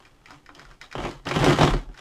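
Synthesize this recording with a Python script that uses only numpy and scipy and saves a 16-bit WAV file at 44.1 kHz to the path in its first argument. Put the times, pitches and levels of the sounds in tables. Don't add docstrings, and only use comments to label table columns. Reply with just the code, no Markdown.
import sys
import numpy as np
from scipy import signal
from scipy.fft import rfft, irfft
from scipy.io import wavfile
from scipy.ndimage import uniform_filter1d

SR = 44100
rng = np.random.default_rng(int(sys.argv[2]) if len(sys.argv) > 2 else 0)


def put_to_file(sound):
    columns = np.atleast_2d(sound).T
    safe = np.clip(columns, -1, 1)
    whole_steps = np.round(safe * 32767)
    wavfile.write(sys.argv[1], SR, whole_steps.astype(np.int16))


N = 88508


def amp(db):
    return 10 ** (np.asarray(db) / 20)


def to_rms_one(x):
    return x / np.sqrt(np.mean(x ** 2) + 1e-20)


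def to_energy_one(x):
    return x / np.linalg.norm(x)


def read_curve(points, hz):
    point_hz, value = np.transpose(points)
    return np.interp(np.log(hz + 1), np.log(point_hz + 1), value)


def add(mix, start, sound):
    part = mix[round(start * SR):][:len(sound)]
    part += sound[:len(part)]


def resonate(x, hz, width):
    turn = np.exp(2j * np.pi * hz * np.arange(len(x)) / SR)
    pole = np.exp(-np.pi * width / SR)
    return 2 * (turn * signal.lfilter([1 - pole], [1, -pole], x / turn)).real


def split(x, hz, kind):
    return signal.sosfilt(signal.butter(2, hz, kind, fs=SR, output="sos"), x)


def rattle(noise, t, length):
    attack = np.minimum(t / 0.00057, 1)
    spectrum = rfft(noise * np.exp(-t / length) * attack)
    reach = max(int(t[-1] / length / 2), 1)
    broad_power = uniform_filter1d(abs(spectrum) ** 2, reach)
    levelled = irfft(spectrum / np.sqrt(broad_power), len(t))
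    return levelled * np.exp(-t / (3 * length))


# frequency in Hz, relative level in dB.
AIR_COLOUR = [(20, 6), (720, -19), (8080, -32.5), (15300, -43)]
AIR_DB = -58


def air():
    hz = np.fft.rfftfreq(N, 1 / SR)
    spectrum = rfft(rng.standard_normal(N)) * amp(read_curve(AIR_COLOUR, hz))
    return amp(AIR_DB) * to_rms_one(irfft(spectrum, N))


# frequency in Hz, time to fall by 60 dB in seconds.
ROOM_DECAY = [(500, 0.19), (2000, 0.14), (6000, 0.21)]
ROOM_DB = -4


def room(x):
    hz, t, noise = signal.stft(rng.standard_normal((3, SR // 2)), SR, nperseg=256)
    decay = amp(-60 * t / read_curve(ROOM_DECAY, hz)[:, None])
    tails = signal.istft(noise * decay, SR, nperseg=256)[1]
    tails = np.pad(tails, ((0, 0), (130, 0))) / np.linalg.norm(tails[0])
    phase = np.pi * (23 * np.arange(N) / SR + np.arange(3)[:, None] / 3)
    feeds = x * np.sqrt(2 / 3) * np.cos(phase)
    return signal.fftconvolve(feeds, tails, axes=1)[:, :N].sum(0)


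# start in seconds, RMS level at the crest in dB, rise in seconds.
TABLE_SWAYS = [(0.644, -49, 0.042), (0.968, -37, 0.032), (1.008, -34, 0.032), (1.16, -46, 0.028),
               (1.37, -34, 0.066), (1.627, -25.5, 0.011), (1.697, -20.5, 0.039), (1.859, -35, 0.028)]
SWAY_HZ = 38.5


def sway():
    out, t = np.zeros(N), np.arange(SR // 2) / SR
    tone = np.sqrt(2) * np.sin(2 * np.pi * SWAY_HZ * t)
    for start, db, rise in TABLE_SWAYS:
        swell = (t / rise * np.exp(1 - t / rise)) ** 2
        add(out, start, amp(db) * swell * tone)
    return out


# start in seconds, level in dB before the swell and decay.
SPRING_RINGS = [(0.316, -48), (0.496, -47.5)]
SPRING_HZ, SPRING_T60 = 292, 0.43


def spring():
    out, t = np.zeros(N), np.arange(SR // 2) / SR
    tone = np.sin(2 * np.pi * SPRING_HZ * t) * np.minimum(t / 0.0062, 1)
    for start, db in SPRING_RINGS:
        add(out, start, tone * amp(db - 60 * t / SPRING_T60))
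    return out


# frequency in Hz, width in Hz, relative energy in dB.
CASE_MODES = [(147.5, 24, 11), (220.6, 17.5, -2.5), (293, 66, 8), (356.5, 24, 11), (579, 75, -3.5),
              (697, 160, -19), (1230, 130, -8.5), (1422, 69, -9.5), (3020, 420, -12), (5500, 230, -65.5)]
# frequency in Hz, relative level in dB per Hz.
CASE_BROAD = [(60, 3), (141, -22.5), (199, -19.5), (260, -1), (491, -9), (695, -5), (3400, -28),
              (4100, -30), (7000, -35.5), (15000, -58.5)]
BROAD_DB = 0.5


def case_response():
    log_gain = np.log(amp(read_curve(CASE_BROAD, abs(np.fft.fftfreq(8192, 1 / SR)))))
    minimum_phase = -signal.hilbert(log_gain).imag
    broad = np.fft.ifft(np.exp(log_gain + 1j * minimum_phase)).real[:4096]
    t = np.arange(len(broad)) / SR
    modes = np.zeros(len(t))
    for k, (hz, width, db) in enumerate(CASE_MODES):
        ring = np.sqrt(width) * np.exp(-np.pi * width * t) * np.sin(2 * np.pi * hz * t)
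        modes += (-1) ** k * amp(db) * ring
    return to_rms_one(to_rms_one(modes) + amp(BROAD_DB) * to_rms_one(broad)) / np.sqrt(len(t))


CASE_LOW_HZ, BASS_HZ, TREBLE_HZ = 104, 197.6, 1584


def voiced(drive, response):
    x = split(signal.fftconvolve(drive, response), CASE_LOW_HZ, "high")
    low = split(x, BASS_HZ, "low")
    mid = -split(split(x, BASS_HZ, "high"), TREBLE_HZ, "low")
    return low, mid, split(x, TREBLE_HZ, "high")


# time in seconds, body RMS level in dB, treble against the body in dB.
GRIND_COURSE = [(0, -59.5, 4.5), (0.199, -68, -2.5), (0.328, -56.5, 4), (0.438, -66, -6.5),
                (0.598, -56.5, 2.5), (0.741, -61.5, 0.5), (0.791, -77.5, 0), (0.829, -56, 4.5),
                (0.898, -71, 6), (0.998, -33, -9.5), (1.129, -46.5, -2), (1.242, -66, -5), (1.27, -40, 0.5),
                (1.39, -35, 3.5), (1.5, -31, 4), (1.569, -34.5, 0), (1.649, -30.5, 3.5), (1.718, -33, -7.5),
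                (1.84, -53, -4.5), (1.899, -48, -16.5), (1.95, -61.5, 3), (2.0, -55, 8.5)]
GRIND_BASS_DB = 9.5
GRAINS_PER_S, GRAIN_SPREAD_DB, GRAIN_S = 500, 3.0, .002


def grind(response):
    t = np.arange(N) / SR
    time, db, treble_db = np.transpose(GRIND_COURSE)
    size = amp(GRAIN_SPREAD_DB * np.minimum(rng.exponential(1, N), 4))
    grains = size * (rng.random(N) < GRAINS_PER_S / SR)
    crackle = signal.lfilter([1], [1, -np.exp(-1 / (GRAIN_S * SR))], grains)
    rubbing = (0.38 + crackle) * rng.standard_normal(N)
    low, mid, high = voiced(rubbing, response)
    body = to_rms_one((amp(GRIND_BASS_DB) * low + mid)[:N])
    treble = to_rms_one(high[:N])
    return amp(np.interp(t, time, db)) * (body + amp(np.interp(t, time, treble_db)) * treble)


LINKAGE_HZ = [1447, 1910, 2386, 3150, 3810, 5110, 6640]
LINKAGE_WIDTH, LINKAGE_DB = 160, 7
# start in seconds, energy of the pitched part in dB, pitch in Hz,
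# bright band against the pitched part in dB.
LINKAGE_TICKS = [(0.051, -25.5, 2210, -7.5), (.258, -20, 2180, -8.5), (0.306, -17, 845, -7),
                 (.315, -24.5, 970, -7.5), (0.461, -23, 1830, -6.5), (.491, -16.5, 910, -47),
                 (.549, -22.5, 3030, -2), (0.594, -17.5, 1290, -7), (0.651, -24, 1230, -7.5),
                 (.712, -23, 1170, -9), (0.813, -14, 1840, -4.5), (.827, -24, 3640, -18),
                 (.843, -29, 3700, -16), (0.861, -30, 3740, -16), (.913, -18.5, 2140, -9),
                 (0.926, -13.5, 1500, -5.5), (1.111, -19, 1410, -3), (1.253, -21.5, 1580, 0),
                 (1.288, -7, 1880, -2.5), (1.943, -26.5, 1540, -6.5), (1.975, -21.5, 1430, -4.5)]
TICK_S, TICK_WIDTH = 0.0044, 1200
TICK_HIGH_HZ, TICK_HIGH_WIDTH = 4440, 2200


def ticks():
    out, t = np.zeros(N), np.arange(SR // 20) / SR
    for start, db, hz, treble_db in LINKAGE_TICKS:
        puff = rattle(rng.standard_normal(len(t)), t, TICK_S)
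        steel = sum(resonate(puff, f, LINKAGE_WIDTH) for f in LINKAGE_HZ)
        puff = puff + amp(LINKAGE_DB) * steel
        pitched = resonate(resonate(puff, hz, TICK_WIDTH), hz, TICK_WIDTH)
        bright = resonate(puff, TICK_HIGH_HZ, TICK_HIGH_WIDTH)
        bright = split(resonate(bright, TICK_HIGH_HZ, TICK_HIGH_WIDTH), hz, "high")
        tick = to_energy_one(pitched) + amp(treble_db) * to_energy_one(bright)
        add(out, start, amp(db) * tick)
    return out


# start in seconds, energy of the middle in dB,
# bass and treble against the middle in dB, burst decay in seconds.
CASE_KNOCKS = [(.952, -3.5, -14, -11.5, 0.0054), (0.979, -3.5, -7.5, -8.5, 0.016),
               (1.038, -11.5, 5, -3, 0.011), (1.049, -0.5, -12, -10, 0.019), (1.258, -13, 2, -14, 0.0043),
               (1.268, -4.5, -7.5, -4, 0.0079), (1.311, 1, -30, -3.5, 0.0062), (1.36, 3, 3, -6.5, 0.007),
               (1.407, -1.5, 2, -11.5, 0.0051), (1.431, 1, 3, -10, 0.003), (1.438, 4.5, -20, -18, 0.0073),
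               (1.463, 8.5, -14, -15, 0.0011), (1.473, 8, -1, -21, 0.014), (1.49, -1.5, -1, -8, 0.0041),
               (1.504, 4, -0.5, -11, 0.007), (1.526, -1, 2, -4, 0.0117), (1.587, 3.5, -1, -25, 0.0033),
               (1.609, 13, -9.5, -11.5, 0.018), (1.623, -4.5, -20, -6.5, 0.0017),
               (1.631, 9, -4, -7.5, 0.0065), (1.675, 5, -2.5, -7, 0.0072),
               (1.737, 2.5, -6.5, -12.5, 0.0054)]
COLOUR_HZ, COLOUR_WIDTH, COLOUR_DB = (1775, 5500), 400, 8.5


def knocks(response):
    out, t = np.zeros(N), np.arange(SR // 10) / SR
    for start, db, bass_db, treble_db, length in CASE_KNOCKS:
        drive = rattle(rng.standard_normal(len(t)), t, length)
        colour_hz = np.exp(rng.uniform(*np.log(COLOUR_HZ)))
        drive = drive + amp(COLOUR_DB) * resonate(drive, colour_hz, COLOUR_WIDTH)
        low, mid, high = [to_energy_one(band) for band in voiced(drive, response)]
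        add(out, start, amp(db) * (mid + amp(bass_db) * low + amp(treble_db) * high))
    return out


def scene():
    response = case_response()
    binder = ticks() + knocks(response) + grind(response)
    return (binder + amp(ROOM_DB) * room(binder) + spring() + sway() + air())[None]


def record(dry):
    low_pass = signal.firwin(511, 15350, window=("kaiser", 9), fs=SR)
    return signal.oaconvolve(dry, low_pass[None], "same")


dry = scene()
out = record(dry)
put_to_file(out)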